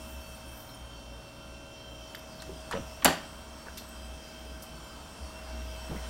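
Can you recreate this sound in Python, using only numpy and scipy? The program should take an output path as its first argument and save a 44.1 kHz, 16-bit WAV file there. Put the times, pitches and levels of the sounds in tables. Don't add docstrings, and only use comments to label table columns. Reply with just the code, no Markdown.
import sys
import numpy as np
from scipy import signal
from scipy.fft import rfft, irfft, next_fast_len
from scipy.io import wavfile
from scipy.ndimage import uniform_filter1d

SR = 44100
rng = np.random.default_rng(int(sys.argv[2]) if len(sys.argv) > 2 else 0)


def file_out(sig):
    cols = np.atleast_2d(sig).T
    lim = np.clip(cols, -1, 1)
    pcm = np.round(lim * 32767).astype(np.int16)
    wavfile.write(sys.argv[1], SR, pcm)


def nominal_scale(level):
    x = np.asarray(level, float) / 20
    return 10 ** x


N = 268569
TIME = np.arange(N) / SR
WANDER = .0011


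def unit(x):
    return x / np.sqrt(np.mean(x ** 2))


def band(x, hz, width_hz):
    b, a = signal.iirpeak(min(hz, .4 * SR), max(hz / width_hz, .3), fs=SR)
    return signal.lfilter(b, a, x)


def steep(x, hz, width_hz):
    return unit(band(band(x, hz, width_hz), hz, width_hz))


def noise_band(hz, width_hz):
    return steep(rng.standard_normal(N), hz, width_hz)


def columns(table):
    s, *rest = np.transpose(table)
    return [np.interp(TIME, s, c) for c in rest]


def walk(rate_hz):
    k = int(SR / rate_hz / 16)
    coarse = np.repeat(rng.standard_normal(N // (16 * k) + 1), k)
    smooth = uniform_filter1d(uniform_filter1d(coarse, k), k)
    return 1.3 * np.repeat(smooth, 16)[:N]


def gain(db):
    return np.repeat(nominal_scale(db[::16]), 16)[:N]


def bell(s, half_s):
    return np.repeat(np.exp(-2 * ((TIME[::16] - s) / half_s) ** 2), 16)[:N]


def add(out, s, x):
    i = int(s * SR)
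    out[i:i + len(x)] += x[:N - i]


def tone(hz, db, flutter_db):
    phase = 2 * np.pi * (np.cumsum(hz) / SR + rng.random()) + 0.094 * flutter_db * walk(40)
    return np.sqrt(2) * gain(db + flutter_db * walk(22.015)) * np.sin(phase)


# t/s, f/Hz, peak/dB, half length/s
HUM_SWELLS = [(.04, 64.8, -46, .05), (.17, 65.5, -43, .08), (.32, 64, -50, 0.055), (.5, 64.9, -51.5, .09),
              (.85, 59.8, -47, 0.055), (.97, 56.7, -51, .04), (1.12, 57.4, -49.5, .12),
              (1.55, 62.4, -53, 0.11), (1.9, 61.5, -52, 0.067), (2.02, 59.6, -50, 0.048),
              (2.55, 63.1, -51, .2), (2.85, 64.5, -49, 0.15), (3.085, 63.7, -38, .02),
              (3.6, 64, -56.5, 0.43), (4.09, 62.2, -47, .18), (4.51, 62.7, -46, 0.14),
              (4.75, 60.04, -54, 0.058), (4.84, 60.05, -54, 0.039), (4.96, 63, -52, .05),
              (5.08, 70.5, -59, .1), (5.24, 65.6, -40, .055), (5.63, 61.6, -40.5, .26),
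              (6.07, 60.4, -41, .28)]


def hum():
    size = nominal_scale(-59) + sum(nominal_scale(db) * bell(s, half_s) for s, _, db, half_s in HUM_SWELLS)
    return size * tone(columns(HUM_SWELLS)[0], 0, flutter_db=0.7)


# t/s, level/dB
HELD_WHINE = [(0, -53.5), (.95, -61.5), (1.73, -58), (2.42, -52.5), (2.95, -53.5), (3.27, -60.5),
              (4.56, -54.5), (5.04, -62), (5.45, -51.5), (6.09, -52.5)]


def held_whine(speed):
    return tone(635.5 * speed, columns(HELD_WHINE)[0], flutter_db=0.5)


# t/s, 0 facing open door .. 1 beside paper exit
WALK_PLACE = [(0, 0.6), (.55, 0.035), (1.9, 0.056), (2.4, 0.61), (3.5, 0.95), (6.09, 1)]


def phone_place():
    return np.clip(columns(WALK_PLACE)[0], 0, 1)


# f/Hz, level at door/dB, level at exit/dB
DRONES = [(119, -58, -72), (232, -65, -61.5), (323, -76, -65), (561, -59.5, -66), (290, -66, -72),
          (2674, -73, -68), (3128, -65.5, -76), (3200, -82, -69), (150, -70, -66), (3605, -73, -80)]


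def drones(speed):
    out, place = 0, phone_place()
    for hz, door_db, exit_db in DRONES:
        db = door_db + place * (exit_db - door_db) + 1.33 * walk(3.03)
        out = out + tone(hz * speed, db, flutter_db=np.clip(hz / 900, .5, 3.2))
    return out


DRUM_HZ = [2633, 2715, 3081, 3164]
# t/s, level/dB
DRUM_LEVELS = [
    [(0.05, -65), (0.33, -58.5), (0.91, -74.0), (1.01, -71), (1.63, -67), (1.79, -74.0), (2.13, -62),
     (2.53, -68.2), (2.67, -59.5), (3.51, -76), (3.85, -73), (4.13, -60), (4.43, -66.9), (4.89, -67),
     (5.01, -63), (5.15, -72), (5.77, -62.6), (6.03, -68)],
    [(0.05, -65), (0.83, -71), (0.95, -62.5), (1.47, -61.5), (1.61, -61), (1.95, -63.3), (2.07, -70.1),
     (2.43, -74.0), (2.89, -61.6), (3.05, -64), (3.51, -74.0), (3.55, -74.0), (3.59, -74.0), (4.93, -76),
     (5.47, -55), (5.81, -67.4), (5.87, -70), (6.03, -67.7)],
    [(0.05, -62.5), (0.47, -74.0), (1.03, -65), (1.23, -70.2), (1.81, -65.7), (1.89, -76), (2.07, -61),
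     (2.45, -74.0), (3.07, -67.8), (3.35, -68.7), (3.41, -76), (3.75, -73.6), (4.73, -64.5), (4.87, -57),
     (5.01, -67), (5.65, -70), (5.79, -58), (6.03, -64)],
    [(0.05, -70), (0.09, -65.5), (1.01, -59.1), (1.43, -74), (1.47, -70.0), (1.93, -56), (2.13, -68.7),
     (2.19, -65), (2.87, -71.0), (3.17, -61), (3.77, -70.0), (4.01, -62.3), (4.55, -63.5), (4.93, -76),
     (5.57, -71), (5.69, -64.4), (5.87, -71.6), (6.03, -64.6)],
]


def drum_whines(speed):
    out, lift_db, null_db = 0, 0.2, -74.5
    for hz, curve in zip(DRUM_HZ, DRUM_LEVELS):
        db = np.maximum(columns(curve)[0] + lift_db, null_db) + 1.1 * walk(70)
        out = out + tone(hz * (speed + .9 * WANDER * walk(7)), db, flutter_db=2.5)
    return out


# t/s, level/dB
BEARING_LEVEL = [(0, -72), (1.7, -74), (1.95, -68), (2.3, -71), (3.3, -67), (3.9, -68), (4.4, -74),
                 (5.05, -76), (5.15, -65), (5.4, -68), (5.57, -62), (5.85, -70), (6.03, -63), (6.09, -65)]


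def bearing():
    return gain(columns(BEARING_LEVEL)[0] + 3.7 * walk(45)) * noise_band(5610, 150)


# t/s, level/dB, treble tilt/dB
FAN_LEVEL = [(0, -0.5, 1), (.57, 0, -1), (.85, -.7, -2.5), (1.76, -1, -3), (2.66, 1.5, -0.5),
             (2.83, -.5, 1), (3.22, 3.5, -2.5), (3.46, 0, 0), (3.66, 1.5, -0.5), (4.17, 0, -0.3),
             (4.63, 1.5, -1.8), (5.61, 3.5, -2.5), (6.09, 5, 0)]


def nearer_db():
    level_db, tilt_db = columns(FAN_LEVEL)
    return 0.47 * (level_db + tilt_db)


GEAR_LEVELS = {10: (-71.5, -73.5), 11: (-75, -70), 12: (-68.5, -71), 13: (-70, -74.5), 18: (-80, -71)}
GEAR_GLINTS = {10: [(0.24, 9), (0.8, 5.1), (0.96, 6.4), (1.26, 11), (1.51, 6.4), (1.8, 5), (2.08, 9),
               (2.36, 13.5), (2.66, 10), (3.42, 5.3), (3.63, 9), (3.8, 10), (4.07, 5), (4.74, 7.0),
               (4.99, 12.5), (5.26, 9), (5.5, 13), (5.81, 10.5)], 11: [(0.4, 6.7), (1.82, 3.9), (2.08, 5.0),
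               (2.31, 11.3), (2.6, 11.6), (2.88, 3), (3.17, 5), (3.75, 4), (3.99, 12.3), (4.26, 12.0),
               (4.52, 10), (4.94, 10.9), (5.2, 6), (5.49, 18), (5.74, 13.8)], 12: [(0.22, 3.7), (0.51, 3.9),
               (0.72, 10), (0.98, 2.9), (1.16, 4.4), (1.53, 3), (1.78, 4.1), (2.1, 1.5), (2.25, 0.8),
               (2.43, 7.6), (2.95, 8.1), (3.58, 12), (3.76, 5), (4.27, 3.1), (4.52, 1.3), (4.65, 2.1),
               (4.91, 2.5), (5.16, 5.3), (5.41, 9.5), (5.85, 8.8)], 13: [(0.35, 6.9), (0.59, 12), (0.78, 8),
               (1.0, 6.0), (1.13, 1.8), (1.35, 2.1), (1.58, 1.0), (1.76, 4), (2.0, 5), (2.22, 7),
               (2.43, 7.9), (2.78, 11), (3.81, 6.1), (4.42, 5), (4.64, 8), (5.29, 4.3), (5.75, 10)],
               18: [(0.59, 8), (2.46, 3.2), (2.64, 0), (2.94, 6.4), (3.31, 8), (3.63, 9.5), (3.91, 7),
               (4.66, 7.3), (5.1, 6.7), (5.42, 3), (5.84, 13.5)]}


def gear(speed):
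    out, place, near_db = 0, phone_place(), nearer_db()
    tooth_hz, glint_s, glint_share = 448.1, 0.067, 0.96
    for k, (door_db, exit_db) in GEAR_LEVELS.items():
        db = door_db + place * (exit_db - door_db) + near_db + 2 * walk(14)
        glints_db = sum(lift_db * np.minimum(1.6 * bell(s, glint_s), 1) for s, lift_db in GEAR_GLINTS[k])
        db = np.minimum(db + glint_share * glints_db, -61)
        out = out + tone(k * tooth_hz * (speed + WANDER * walk(11)), db, flutter_db=2.2)
    return out


# f/Hz, mean level/dB
WEAK_TONES = [(760, -69), (918, -68), (1292, -72), (1384, -71), (1550, -70), (2272, -77), (3523, -78),
              (4035, -77), (4237, -81), (5155, -79), (6278, -77), (6481, -83), (6722, -76.5), (7130, -78),
              (7172, -76), (7472, -79), (8414, -82), (8466, -75), (8742, -81), (9415, -78), (9822, -81.5),
              (10296, -81), (10718, -81.5), (11200, -87)]


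def weak_tones(speed):
    out, near_db = 0, nearer_db()
    for hz, db in WEAK_TONES:
        level_db = db + .2 + near_db + 2.5 * walk(4)
        out = out + tone(hz * (speed + WANDER * walk(8)), level_db, flutter_db=3.0)
    return out


def motors():
    gained = .002
    speed = 1 + gained * (TIME / TIME[-1] - .5) + 0.000397 * walk(6)
    out = hum() + held_whine(speed) + drones(speed) + drum_whines(speed)
    return out + bearing() + gear(speed) + weak_tones(speed)


# f/Hz, density/dB per Hz
AIR_SPECTRUM = [(22, -8.5), (68, -3), (114, -10), (242, -8), (394, -14), (680, -12.5), (1250, -15.5),
                (2100, -23.5), (3900, -26.5), (6000, -26), (7600, -33), (12200, -35.5), (14800, -34.5),
                (17000, -32)]
# f/Hz, width/Hz, lift/dB
VENT_LIFTS = [(165, 46, 1.6), (300, 44, 2), (2667, 140, 8), (3130, 310, 8), (4040, 68, 2), (5560, 500, 4.5),
              (8460, 1000, 7.5), (9580, 330, 3.5), (11000, 640, 2)]


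def fans():
    out, size = 0, next_fast_len(N)
    mids, tilt = (c - c.mean() for c in columns(FAN_LEVEL))
    lows, highs = 0.51 * mids, mids + tilt
    hz = np.fft.rfftfreq(size, 1 / SR)
    octaves = np.log2(hz + 1)
    air_hz, air_db = np.transpose(AIR_SPECTRUM)
    db = np.interp(octaves, np.log2(air_hz), air_db)
    db += sum(lift * np.exp(-(2 * (hz - f) / width) ** 2) for f, width, lift in VENT_LIFTS)
    db += 2.2 * walk(90)[:len(hz)] * np.clip(hz / 3500, .25, 1)
    shaped = rfft(rng.standard_normal(size)) * nominal_scale(db)
    for octave in np.arange(4.2, 14.6, .5):
        share = np.cos(np.pi / 2 * np.clip((octaves - octave) / .5, -1, 1)) ** 2
        part = np.interp(octave, [8.2, 10.3, 12.8], [0, 1, 2])
        move_db = max(1 - part, 0) * lows + (1 - abs(part - 1)) * mids + max(part - 1, 0) * highs
        out = out + gain(move_db + 1.2 * walk(9)) * irfft(shaped * share, size)[:N]
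    return unit(out) * nominal_scale(-48.5)


# t/s, level/dB
HAND_RUB = [(0, -67), (.11, -60), (.2, -66), (.32, -62), (.4, -69), (.6, -59.5), (.874, -75), (.89, -83)]


def hand():
    db = np.where(TIME <= HAND_RUB[-1][0], columns(HAND_RUB)[0], -120)
    out = 0
    for hz, band_db in [(8000, -12), (9300, -5.0), (11500, -10), (13200, -4.5), (14800, -3.5)]:
        patches = gain(band_db + 2.0 * walk(25.2) + 2.5 * walk(120))
        out = out + patches * noise_band(hz, 1900)
    return gain(db) * out


# t/s, peak/dB, f/Hz, width/Hz, rise/ms, fall/ms
DOOR_CATCH = (3.0465, -12.5, 7200, 600, .5, 2)
# t/s, peak/dB, f/Hz, fall/ms
EDGE_GRAZES = [(.29, -52, 9000, 6), (.345, -50, 9000, 15), (.475, -51, 9200, 6), (.515, -52, 9300, 12),
               (.69, -46, 4060, 8.8), (.745, -43, 9300, 5.9), (3.777, -35, 13000, 4.4),
               (5.961, -44, 2080, 10), (5.975, -45, 2080, 10)]
PART_RINGS = [(2.148, -26.5, 1680, 1.9), (2.136, -41, 2700, 3), (2.711, -33.5, 4200, 2.2),
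              (2.7625, -38, 2850, 2.5), (2.7725, -37, 2900, 2.5), (3.683, -36, 1600, 3),
              (3.664, -38, 1345, 4.1), (3.669, -42, 1600, 4), (2.148, -42, 12500, 4), (2.149, -45, 9000, 3),
              (2.1475, -35, 3200, 1.5), (2.181, -48, 12000, 3.7), (2.192, -49, 12000, 3.7),
              (2.7255, -31, 1790, 5), (2.734, -26.5, 1030, 3.8), (3.0225, -36, 3200, 4),
              (3.0225, -28.5, 1050, 4), (4.628, -45, 12600, 5), (4.842, -53, 12500, 4),
              (2.72, -39, 2900, 3), (2.728, -40, 2900, 5), (2.4, -43, 4100, 5), (2.749, -36, 1900, 3)]
PLASTIC_KNOCKS = [(2.151, -35.5, 3900, 3), (2.711, -40.5, 8100, 7.1), (2.7108, -34, 1130, 7),
                  (2.716, -30.5, 830, 7.1), (2.4215, -40, 1260, 5), (3.0215, -35, 2200, 5.7),
                  (3.031, -40, 1300, 6), (3.7797, -38.5, 3600, 6), (4.621, -45, 9500, 4.2),
                  (4.625, -49, 13500, 20), (4.623, -48, 5800, 14)]
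BROAD_SNAPS = [
    (2.193, -45, 4500, 3),
    (2.4199, -36, 4800, 3.9),
    (3.7722, -40, 4940, 13),
]
SHORT_SCRAPES = [(2.48, -48, 330, 32), (2.6, -53, 6500, 11), (2.72, -38, 3200, 14), (2.723, -33, 1500, 7),
                 (2.73, -33, 900, 5), (2.739, -34, 1200, 4), (2.745, -43, 1600, 25), (5.905, -42, 650, 22),
                 (3.6637, -44, 800, 9)]
SPRING_PINGS = [
    (3.7735, -44, 12600, 5),
    (3.79, -58, 12600, 40),
    (3.888, -49, 12600, 6),
    (3.795, -49, 4300, 15),
]


def ticks():
    out, t_ms = np.zeros(N), TIME[:6000] * 1000
    kinds = [  # table, Q, rise/ms
        (EDGE_GRAZES, 8, 3.5), (PART_RINGS, 5, .7), (PLASTIC_KNOCKS, 1.3, .6),
        (BROAD_SNAPS, 0.65, 1.1), (SHORT_SCRAPES, 1.1, 3.1), (SPRING_PINGS, 22, 1)]
    rows = [DOOR_CATCH]
    for table, q, rise_ms in kinds:
        rows += [(s, db, hz, hz / q, rise_ms, fall_ms) for s, db, hz, fall_ms in table]
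    for s, db, hz, width_hz, rise_ms, fall_ms in rows:
        burst = steep(rng.standard_normal(len(t_ms)), hz, width_hz)
        add(out, s, nominal_scale(db) * burst * (1 - np.exp(-t_ms / rise_ms)) * np.exp(-t_ms / fall_ms))
    return out


# t/s, peak/dB, f/Hz, fade/cycles
JOINT_SLIPS = [(2.468, -44, 250, .84), (2.482, -42, 130, .9), (2.494, -34, 382, 1.7),
               (2.502, -39, 330, .81), (2.52, -38, 200, .83), (2.531, -43, 170, .7), (2.545, -42, 300, .8),
               (2.563, -38, 260, 0.65), (2.7405, -27.5, 463, 1.7), (2.743, -34, 179, 0.88),
               (2.7522, -27, 540, 2.4), (2.7522, -31, 191, 0.89), (2.763, -28, 564, 2.1),
               (2.764, -36, 190, 0.8), (2.7738, -28.5, 560, 2.5), (2.774, -34, 200, 0.9),
               (3.0563, -12.5, 698, 2.8), (3.054, -25.5, 234, 2.4), (3.0625, -27.5, 590, 4),
               (3.073, -29, 250, 3), (3.086, -29, 332, 2.5), (3.084, -27.5, 583, 4), (3.104, -37, 280, 3),
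               (3.109, -32, 580, 6), (3.036, -40, 260, 1.1), (3.0395, -42, 300, 0.93), (3.080, -25, 735, 5),
               (3.107, -32, 765, 4.6), (3.0494, -24, 977, 5.2), (3.052, -23, 1480, 5.4),
               (3.064, -26.5, 1460, 7), (3.081, -28.5, 1200, 7.5), (2.7325, -32, 500, 1.5),
               (3.669, -42, 400, 1.5), (3.684, -40, 560, 1.5), (4.74, -47, 145, 3), (4.79, -48.5, 140, 3),
               (2.7865, -32, 297, .75), (2.796, -28, 230, .8), (2.809, -34, 120, .8), (2.828, -49, 110, .8),
               (5.897, -35.5, 190, 1.05), (5.9035, -36, 300, 1), (5.9105, -32, 417, .95),
               (5.918, -31, 150, 1.5), (5.925, -34, 331, .92), (5.932, -35, 450, 1), (5.948, -34, 420, .93),
               (5.953, -35, 250, 1), (5.9665, -33, 200, 1.3)]


def creaks():
    out, t = np.zeros(N), TIME[:3000]
    for s, db, hz, cycles in JOINT_SLIPS:
        knock = np.sin(2 * np.pi * hz * t)
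        knock += 0.25 * np.sin(2 * np.pi * 2.32 * hz * t) + 0.2 * np.sin(.7 * np.pi * hz * t)
        shape = np.exp(-t * hz / cycles) * (1 - np.exp(-t / 0.00082))
        add(out, s - 0.34 / hz, 1.59 * nominal_scale(db) * knock * shape)
    return out


# t/s, crack/dB, crack f/Hz, thud/dB, length/ms
SLAM_CONTACTS = [(3.0458, -6, 11000, -15.5, 1.93), (3.0495, -19, 9000, -15, 2.6),
                 (3.053, -14, 3300, -15, 2.7), (3.0555, -18, 9000, -13, 3.2),
                 (3.0566, -15, 3000, -20.5, 2.5), (3.0615, -23, 3000, -20, 4.8),
                 (3.069, -31.5, 3500, -22.5, 8), (3.078, -38, 4000, -19.5, 5.3),
                 (3.086, -36, 4000, -23.5, 5.3), (3.096, -41, 4000, -31.5, 25), (3.107, -44, 4000, -30, 8),
                 (3.117, -46, 5000, -35, 33)]
# f/Hz, width/Hz, level/dB
PANEL_MODES = [(86, 66, -13), (177, 54, -9.5), (250, 73, -8.5), (404, 200, -6), (590, 112, -4),
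               (763, 154, -4), (960, 210, -3), (1200, 230, -5), (1460, 190, -4.5), (1860, 480, -3.5),
               (2760, 800, -6.5), (4500, 530, -11.5)]


def door():
    out, t_ms = np.zeros(N), TIME[:4000] * 1000
    for s, crack_db, hz, thud_db, ms in SLAM_CONTACTS:
        noise = rng.standard_normal((2, len(t_ms)))
        shape = (1 - np.exp(-t_ms / .9)) * np.exp(-t_ms / ms)
        push = 1.9 * np.exp(-((t_ms - .4) / 0.083) ** 2)
        shake = noise[1] * shape + push
        thud = sum(nominal_scale(db) * steep(shake, f, width) for f, width, db in PANEL_MODES)
        size = nominal_scale(thud_db - 5.5) * np.sqrt(ms / t_ms[-1])
        crack = steep(noise[0], hz, 1.1 * hz) * shape
        add(out, s, nominal_scale(crack_db) * crack + size * thud)
    return out


# f/Hz, t60/s, level/dB
ROOM_BANDS = [(125, 0.48, -0.5), (350.1, .36, -4), (1000, 0.36, 0), (2800, 0.45, -0.5), (6000, 0.25, 0.5),
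              (12000, .22, -1.5)]


def room(x):
    t, tail = TIME[:int(.7 * SR)], 0
    for hz, t60_s, db in ROOM_BANDS:
        tail = tail + nominal_scale(db) * band(rng.standard_normal(len(t)), hz, hz) * 1000. ** (-t / t60_s)
    tail *= 1 - np.exp(-t / 0.002)
    return nominal_scale(-10.5) * signal.fftconvolve(x, tail / np.sqrt(np.sum(tail ** 2)))[:N]


def scene():
    hits = ticks() + creaks() + door()
    return (motors() + fans() + hand() + hits + room(hits))[None]


def roll_off(x):
    return signal.sosfilt(signal.butter(12, 17040, fs=SR, output="sos"), x)


def record(dry):
    size, top_hz, crack_top_hz = next_fast_len(N), 15820, 16700
    hz, spectrum = np.fft.rfftfreq(size, 1 / SR), rfft(dry, size)
    low = irfft(spectrum * (hz < top_hz), size)[:, :N]
    top = irfft(spectrum * ((hz >= top_hz) & (hz < crack_top_hz)), size)[:, :N]
    crack = np.clip(uniform_filter1d(np.abs(top), 200) / nominal_scale(-44) - 1, 0, 1)
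    return roll_off(low + uniform_filter1d(crack, 100) * top)


dry = scene()
out = record(dry)
file_out(out)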